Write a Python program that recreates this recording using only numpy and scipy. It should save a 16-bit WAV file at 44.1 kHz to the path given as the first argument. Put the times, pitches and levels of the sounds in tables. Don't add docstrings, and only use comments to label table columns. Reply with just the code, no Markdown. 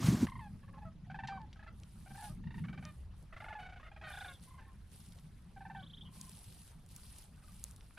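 import sys
import numpy as np
from scipy import signal
from scipy.fft import rfft, irfft, next_fast_len
from scipy.io import wavfile
from scipy.ndimage import uniform_filter1d

SR = 44100
rng = np.random.default_rng(int(sys.argv[2]) if len(sys.argv) > 2 else 0)


def put_to_file(sound):
    columns = np.atleast_2d(sound).T
    safe = np.clip(columns, -1, 1)
    whole_steps = np.round(safe * 32767)
    wavfile.write(sys.argv[1], SR, whole_steps.astype(np.int16))


N = 351918


def gain_of(db):
    return 10 ** (np.asarray(db) / 20)


def unit_rms(x):
    return x / np.sqrt(np.mean(x ** 2) + 1e-20)


def add(mix, start_s, sound):
    part = mix[..., round(start_s * SR):][..., :sound.shape[-1]]
    part += sound[..., :part.shape[-1]]


def filtered(x, hz, kind):
    return signal.sosfilt(signal.butter(2, hz, kind, fs=SR, output="sos"), x)


def fader(rows, column):
    rows = np.array(rows)
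    return gain_of(np.interp(np.arange(N) / SR, rows[:, 0], rows[:, column], -200, -200))


def stereo_noise(spectrum, frame, patchy_db):
    # frequency in Hz, left-right correlation.
    correlation = [(25, 0.94), (150, 0.97), (600, 0.69), (2000, 0.75), (5000, 0.45), (12000, 0.64)]
    hz = np.fft.rfftfreq(frame, 1 / SR)

    def per_bin(rows):
        row_hz, values = np.array(rows).T
        return np.interp(np.log(hz + 1), np.log(row_hz + 1), values)[:, None]

    a, b, c, d, patches = rng.standard_normal((5, len(hz), N * 4 // frame + 5))
    patches = unit_rms(uniform_filter1d(uniform_filter1d(patches, size=10, axis=0), size=8, axis=1))
    alike = np.clip(per_bin(correlation), 0, 1)
    left = a + 1j * b
    right = alike * left + np.sqrt(1 - alike ** 2) * (c + 1j * d)
    in_band = ((hz >= spectrum[0][0]) & (hz <= spectrum[-1][0]))[:, None]
    bins = np.array([left, right]) * in_band * gain_of(per_bin(spectrum) + patchy_db * patches)
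    return unit_rms(signal.istft(bins, nperseg=frame, noverlap=frame * 3 // 4)[1][:, :N])


def wind():
    # time in seconds, rumble level in dB, gust level in dB.
    levels = [(.26, -55, -49), (.82, -56, -54.5), (1.35, -58.5, -51), (1.6, -56.5, -54), (2.2, -56.5, -58),
              (2.4, -50, -44), (2.6, -56, -42.5), (2.87, -59, -46.5), (3, -50.5, -60.5), (3.6, -57, -62),
              (4.6, -54.5, -62.5), (5.3, -57, -56.5), (6.17, -58.5, -55), (6.58, -58, -61),
              (7.98, -55.5, -64)]
    # frequency in Hz, relative density in dB.
    rumble_spectrum = [(8.8, -39), (15, -11.5), (27, 2.5), (53, 6), (102, 0.5), (151, -17.5), (200, -22.5),
                       (260, -54), (440, -120)]
    gust_spectrum = [(35, -45), (60, -11.5), (104, 1.5), (134, 0.5), (167, 5.5), (189, -6.5), (224, -10),
                     (520, -38.5), (680, -103), (1140, -120)]
    wash_spectrum = [(150, -41), (250, 1), (463, -5.5), (873, -6), (3500, -15.5), (7060, -25), (9940, -72),
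                     (13300, -55), (15000, -68)]
    rumble = fader(levels, column=1) * stereo_noise(rumble_spectrum, frame=2048, patchy_db=1.0)
    gusts = fader(levels, column=2) * stereo_noise(gust_spectrum, frame=1024, patchy_db=3.0)
    wash = gain_of(-71) * stereo_noise(wash_spectrum, frame=512, patchy_db=3.0)
    return rumble + gusts + wash


def hollow_place():
    # time in seconds, boom level in dB, hiss level in dB.
    levels = [(0, -34.5, -55), (0.03, -37, -45.5), (0.07, -33.5, -41.5), (0.14, -27.5, -47.5),
              (0.17, -41, -49.5), (0.2, -42.5, -49.5), (0.235, -30.5, -48), (0.257, -33.5, -51.5)]
    # frequency in Hz, relative density in dB.
    boom_spectrum = [(26, -56), (45, -28), (64, -21), (92, -5), (150, -0.5), (270, -6.5), (432, -23),
                     (700, -40), (910, -63), (1540, -120)]
    hiss_spectrum = [(290, -35), (500, -0.5), (587, -3), (978, -0.5), (2560, -7), (6700, -8.5),
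                     (11300, -15), (15200, -23), (16300, -40)]
    # start in seconds, level in dB, pitch in Hz, seconds to fall 60 dB.
    thuds = [(0.042, -17, 118, 0.075), (0.084, -9, 150, 0.049), (0.099, -19.5, 129, 0.15),
             (0.126, -16, 146, 0.064), (0.228, -16, 237, 0.031)]
    out = fader(levels, column=1) * stereo_noise(boom_spectrum, frame=1024, patchy_db=2.5)[0]
    out += fader(levels, column=2) * stereo_noise(hiss_spectrum, frame=256, patchy_db=2.0)[0]
    t = np.arange(8000) / SR
    for start, db, hz, t60 in thuds:
        envelope = gain_of(db - 60 * t / t60) * np.minimum(t / 0.0029, 1)
        add(out, start, envelope * np.sin(2 * np.pi * hz * t))
    cut_off = np.clip((levels[-1][0] * SR - np.arange(N)) / 150, 0, 1)
    return filtered(out, 70, "highpass") * cut_off


def straw_movement():
    # start in seconds, length in seconds, first and last level in dB.
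    rubs = [(0.263, .04, -64.5, -73), (1.768, 0.33, -78.5, -70), (2.091, .17, -69, -57.5),
            (2.575, 0.081, -73, -81), (2.826, 0.15, -75.5, -76), (3.184, 0.023, -77, -76.5),
            (3.4, 0.04, -78, -76), (3.614, 0.015, -77, -83), (4.096, 0.24, -64.5, -67.5),
            (4.43, 0.094, -66, -73), (4.933, 0.32, -65, -76), (6.146, .54, -63.5, -66),
            (6.912, 0.31, -66.5, -63.5), (7.438, 0.25, -71, -65.5), (7.95, .03, -80, -72)]
    # time in seconds, level between movements in dB.
    stirring = [(.26, -74.5), (.97, -89), (4, -86), (4.6, -80.5), (6, -81), (7.98, -74)]
    rise_s, fall_s = 0.071, 0.17
    t = np.arange(0, N, 64) / SR
    moving_db = -200
    for start, length, db0, db1 in rubs:
        corners = [start - rise_s, start, start + length, start + length + fall_s]
        moving_db = np.maximum(moving_db, np.interp(t, corners, [-90, db0, db1, -90], -200, -200))
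    return np.maximum(fader(stirring, column=1), np.interp(np.arange(N) / SR, t, gain_of(moving_db)))


def straw_rustle():
    # frequency in Hz, relative density in dB.
    spectrum = [(290, -51), (500, -33), (815, 5), (901, -3), (1990, -6.5), (2800, -0.5), (4640, 0.5),
                (7030, -4), (9930, 6.5), (13400, -2), (15500, -27)]
    crackles_per_s, spread_db = 150, 3.0
    strength = gain_of(spread_db * np.minimum(rng.exponential(1, N), 5))
    crackles = strength * (rng.random(N) < crackles_per_s / SR)
    grain = 1 + .7 * signal.lfilter([1], [1, -.97], crackles)
    hiss = unit_rms(grain * stereo_noise(spectrum, frame=256, patchy_db=2.0))
    return straw_movement() * gain_of(4.0) * hiss


def clicks_and_snaps():
    # start in seconds, level in dB, band frequency in Hz, seconds to fall 60 dB.
    clicks = [(0.027, -34, 1270, 0.029), (.268, -34.5, 1530, 0.042), (0.298, -49, 2500, 0.016),
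              (1.273, -37, 3620, 0.1), (1.416, -55, 3900, 0.017), (1.529, -43.5, 3660, .05),
              (1.8003, -48.5, 8040, 0.0059), (1.8339, -46, 4400, 0.0056), (1.967, -60, 9000, 0.0065),
              (2.8524, -35, 5940, 0.0026), (3.2264, -51, 10300, 0.0091), (4.338, -45, 6030, 0.006),
              (4.3973, -53, 4570, .006), (4.426, -53, 9500, .0065), (5.0865, -50, 10400, .006),
              (5.1223, -46, 4480, 0.0071), (5.187, -49, 3980, 0.016), (6.213, -31.5, 8650, 0.009),
              (6.294, -37, 10100, .0064), (6.8626, -49, 9900, .006), (6.89, -46, 9100, 0.0028),
              (6.9623, -36, 10600, 0.014), (7.185, -37, 9300, 0.0072), (7.5642, -58, 9000, .006),
              (7.64, -22, 10100, 0.0045), (7.711, -38.5, 8900, 0.0032), (7.7625, -42, 10000, 0.0022),
              (7.8087, -47.5, 3200, 0.012), (7.908, -49, 1760, 0.011)]
    out = np.zeros(N)
    t = np.arange(2500) / SR
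    for start, db, hz, t60 in clicks:
        band = filtered(rng.standard_normal(len(t)), [0.54 * hz, min(1.32 * hz, 13500)], "bandpass")
        click = band * gain_of(-60 * t / np.clip(t60, .003, .12)) * np.minimum(t / 0.00057, 1)
        add(out, start, gain_of(db - 2.5) * click / abs(click).max())
    return out


def note_times(first, last, count):
    along = np.linspace(0, 1, round(count))
    slowing = 0.04 * (along - along ** 3.5)
    return zip(first + (last - first) * (along - slowing), along)


def peep(length, start_hz, end_hz, db):
    tail_s, tail_db = .008, -11
    t = np.arange(0, length + tail_s, 1 / SR)
    tail = np.clip((t - length) / 0.00093, 0, 1)
    glide = start_hz + (end_hz - start_hz) * np.minimum(t / length, 1)
    tremble = 170 * np.sin(2 * np.pi * 140 * t)
    hz = glide + tremble + max(end_hz - start_hz, 0) * tail
    envelope = gain_of(db + tail_db * tail) * signal.windows.tukey(len(t), .3)
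    return envelope * np.sin(2 * np.pi * np.cumsum(hz) / SR)


def trill(first, last, count, low_hz, high_hz, db0, db1, length):
    narrowing, uneven_hz, uneven_db = 0.59, 50, 1.5
    for start, along in note_times(first, last, count):
        inward_hz = (high_hz - low_hz) / 2 * narrowing * along ** 8.3
        start_hz = rng.normal(low_hz + inward_hz, uneven_hz)
        end_hz = rng.normal(high_hz - inward_hz, uneven_hz)
        db = rng.normal(db0 + (db1 - db0) * along ** 1.1, uneven_db)
        yield start, peep(length, start_hz, end_hz, db)


def crane_voice(hz, harmonics_db, rough, fall_db):
    levels_db = [0, *harmonics_db] + [harmonics_db[-1] - fall_db * k for k in range(1, 5)]
    numbers = np.arange(1, len(levels_db) + 1)
    for peak_hz, peak_db in ((3750, 2.7), (4708, 11)):
        levels_db = levels_db + peak_db * np.exp(-((numbers * hz[0] - peak_hz) / 240) ** 2)
    jitter = rng.standard_normal((len(numbers) + 1, len(hz)))
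    drift, *flutters = unit_rms(uniform_filter1d(jitter, size=70, axis=1))
    phase = 2 * np.pi * np.cumsum(hz * (1 + 0.079 * rough * drift)) / SR
    offsets = 2 * np.pi * rng.random(len(numbers))
    return sum(np.sqrt(2) * gain_of(db) * (1 - rough / 2 + rough * flutter) * np.cos(k * phase + offset)
               for k, db, flutter, offset in zip(numbers, levels_db, flutters, offsets))


def bugle(length, start_hz, end_hz, db, *harmonics_db):
    low_hz, doubling, doubling_s = 669, 0.82, 0.021
    hz = np.linspace(start_hz, end_hz, round(length * SR))
    t = np.arange(len(hz)) / SR
    low = np.clip((low_hz - start_hz) / 8, 0, 1)
    pulses = 1 + low * doubling * np.exp(-t / doubling_s) * np.cos(np.pi * np.cumsum(hz) / SR)
    envelope = gain_of(db + np.linspace(2, -3.5, len(t))) * signal.windows.tukey(len(t), .35)
    tone = crane_voice(hz, harmonics_db, rough=0.15 + 0.073 * low, fall_db=7.5 - 2.94 * low)
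    return envelope * pulses * tone


def beat(open_hz, open_db, settled_hz, settled_db, harmonics_db):
    t = np.arange(0, .029, 1 / SR)
    rough = np.clip(0.34 + 0.014 * harmonics_db[-1] - 0.01 * min(open_db + 48, 0), .08, .8)
    burst = (t / 0.0044) ** 2 * np.exp(2 * (1 - t / 0.0042))
    settle = np.clip((t - .005) / 0.0051, 0, 1) * np.clip((t[-1] - t) / 0.01, 0, 1)
    opening = burst * crane_voice(np.full_like(t, open_hz), harmonics_db, 0.5 * rough, fall_db=9.5)
    settled = settle * crane_voice(np.full_like(t, settled_hz), harmonics_db, rough, fall_db=9.5)
    air = unit_rms(filtered(rng.standard_normal(len(t)), [1200, 2900], "bandpass"))
    breath = 0.28 * gain_of(open_db) * (burst + settle) + gain_of(settled_db) * settle
    rasp = gain_of(max(harmonics_db) - 1) * np.sqrt(rough) * breath * air
    return gain_of(open_db + 2.5) * opening + gain_of(settled_db + 3.5) * settled + rasp


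def rattle(first, last, count, open_hz0, open_hz1, open_db0, open_db1,
           settled_hz, settled_db0, settled_db1, second_db0, second_db1, third_db):
    for start, along in note_times(first, last, count):
        open_effort = 1 - (1 - along) ** 2.8
        settled_effort = 1 - (1 - along) ** 1.4
        open_hz = open_hz0 + (open_hz1 - open_hz0) * open_effort
        open_db = open_db0 + (open_db1 - open_db0) * open_effort
        settled_db = settled_db0 + (settled_db1 - settled_db0) * settled_effort
        second_db = second_db0 + (second_db1 - second_db0) * settled_effort
        yield start, beat(open_hz, open_db, settled_hz, settled_db, (second_db, second_db + third_db))


def across_field(calls):
    t60, scatter_db = 0.16, -9.5
    t = np.arange(4000) / SR
    echoes = rng.standard_normal((3, len(t))) * (rng.random((3, len(t))) < .05)
    echoes *= gain_of(-60 * t / t60) * (t > .003)
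    response = echoes[0] + 0.21 * echoes[1:]
    scatter = signal.oaconvolve(calls[None], response / np.linalg.norm(response[0]), axes=1)[:, :N]
    return calls * gain_of([[-.3], [.3]]) + gain_of(scatter_db) * scatter


def cranes():
    # first and last beat in seconds, beat count, first and last opening pitch in Hz,
    # first and last opening level in dB, settled pitch in Hz, first and last settled level in dB,
    # first and last 2nd harmonic in dB, 3rd harmonic relative to the 2nd in dB.
    rattles = [(.2845, .3905, 4, 1050, 1041, -48.5, -49, 936, -63, -58, -8, -8, -13),
               (.6285, .7315, 3, 865, 850, -74, -71, 558, -76, -70, 6, 5, -32),
               (.7715, .8125, 2, 830, 880, -64, -62, 848, -57.5, -57, -13, -13, -9),
               (1.0655, 1.0655, 1, 840, 831, -70, -70, 715, -69, -68, -25, -20, -8),
               (1.0985, 1.2835, 5, 774, 901, -50.5, -43.5, 778, -58, -51.5, -1, -5, -11.5),
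               (1.3215, 1.3735, 2, 1194, 1090, -51.5, -51, 963, -64, -58.5, -29, -32, -9),
               (1.5575, 1.6625, 4, 770, 867, -69, -61.5, 642, -79, -70.5, 7.5, 3.5, -16),
               (2.0595, 2.1405, 3, 745, 780, -61.5, -67, 780, -66, -57, -3, -6, -7),
               (2.1765, 2.2215, 3, 878, 856, -52, -52, 826, -57, -60, -9, -8, -13),
               (2.4365, 2.5785, 5, 910, 919, -64.5, -56.5, 900, -95, -66, 3, 2, -10),
               (2.6375, 2.8245, 5, 726, 772, -72, -58.5, 613.5, -78.5, -68, 14, 1, -2),
               (3.3245, 3.5255, 6, 652, 714, -60.5, -52, 592, -69.5, -65, 5, 1.5, -2),
               (3.4205, 3.5505, 4, 830, 870, -53, -49, 856, -59, -55, -9, -7, -10.5),
               (3.586, 3.7585, 6, 745, 757, -58.5, -57.5, 745.4, -56.5, -62, -1.5, -2, -4),
               (3.7965, 3.8625, 3, 540, 630, -67.5, -62, 628, -83, -71, 10.5, 4, -3),
               (3.9145, 4.0115, 3, 816, 819, -56.5, -57.5, 641, -71, -62.5, -7, -1, 1),
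               (4.0355, 4.2445, 7, 750, 810, -56.5, -51.5, 738, -66, -56, 5, 2.5, -12),
               (4.4725, 4.5775, 4, 1045, 1055, -67, -59, 1020, -69, -65.5, -15, -10, -10),
               (4.5835, 4.6835, 4, 820, 900, -72.5, -70, 787, -73, -84, 8, 2, -18),
               (5.5605, 5.7475, 5, 825, 888, -60, -48, 778, -57.5, -55.5, -6.5, -5.5, -14.5),
               (6.0515, 6.2695, 7, 1000, 1040, -69, -69.5, 1036, -86, -68.5, -22, -39, -12),
               (7.373, 7.4755, 3, 760, 746, -77, -75, 605, -82, -81, 4, 6.5, -23),
               (7.9705, 7.9705, 1, 770, 774, -68, -64, 675, -59.5, -62.5, 12.5, 13, -10)]
    # first and last peep in seconds, peep count, low and high pitch in Hz,
    # first and last level in dB, peep length in seconds.
    trills = [(4.125, 4.279, 5, 3420, 3760, -54, -53.5, 0.0147),
              (5.757, 6.008, 8, 3070, 3575, -61.5, -52, 0.0172)]
    # start and length in seconds, first and last pitch in Hz, level in dB,
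    # 2nd and 3rd harmonic relative to the fundamental in dB.
    bugles = [(.405, 0.086, 901, 787, -54.5, -9, -19), (.74, .048, 536, 528, -76, 16.5, -12),
              (.83, 0.022, 815, 890, -57, -25, -30), (.848, .047, 670, 625, -59.5, 1, -15),
              (1.298, 0.097, 796, 754, -48.5, -6.5, -15), (1.392, 0.068, 916, 830, -54.5, -17, -36),
              (1.675, 0.023, 680, 658, -67, 13, 5), (2.22, 0.045, 737, 720, -55.5, -8.5, -14),
              (2.235, 0.059, 865, 817, -52, -12, -26), (2.292, 0.035, 610, 620, -63.5, 0.5, -15),
              (2.845, 0.07, 616, 596, -63.5, 6, 2.5), (3.485, 0.095, 860, 856, -59, -2, -31),
              (3.565, 0.063, 842, 821, -52.5, -10.5, -25), (3.586, .1, 742, 741, -58, -7, -1.5),
              (3.845, 0.053, 720, 683, -69, 5.5, 5.5), (4.03, .11, 638, 584, -62, 5, 6),
              (4.262, 0.07, 727, 706, -61.5, 5, -5), (4.28, 0.052, 565, 532, -65, 3.5, 6.5),
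              (4.6, 0.068, 890, 879, -68.5, -9, -16), (4.662, 0.08, 1095, 1020, -68, -30, -24),
              (5.762, 0.063, 782, 745, -55, -2.5, -17), (5.82, 0.033, 574, 560, -68.5, 1.5, -6),
              (7.438, 0.015, 1240, 1260, -66, -20, -30), (7.482, .028, 1190, 1190, -69, -20, -30)]
    # start and length in seconds, first and last pitch in Hz, level in dB.
    closing_peeps = [(4.321, 0.041, 3680, 3340, -62), (6.049, 0.032, 3150, 3090, -58.5)]
    calls = np.zeros(N)
    for table, call in ((rattles, rattle), (trills, trill)):
        for row in table:
            for start, sound in call(*row):
                add(calls, start, sound)
    for table, note in ((bugles, bugle), (closing_peeps, peep)):
        for start, *row in table:
            add(calls, start, note(*row))
    return across_field(calls)


def microphone_ports(x):
    one_radian_hz = 7520
    size = next_fast_len(N)
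    lag = (np.fft.rfftfreq(size, 1 / SR) / one_radian_hz) ** 2
    return irfft(rfft(x, size) * np.exp(.5j * lag * np.array([[-1], [1]])), size)[:, :N]


def scene():
    return microphone_ports(cranes() + wind() + straw_rustle() + clicks_and_snaps()) + hollow_place()


def record(dry):
    edge_hz = 16300
    lowpass = signal.firwin(511, edge_hz, window=("kaiser", 9), fs=SR)
    return signal.oaconvolve(dry, lowpass[None], "same")


dry = scene()
out = record(dry)
put_to_file(out)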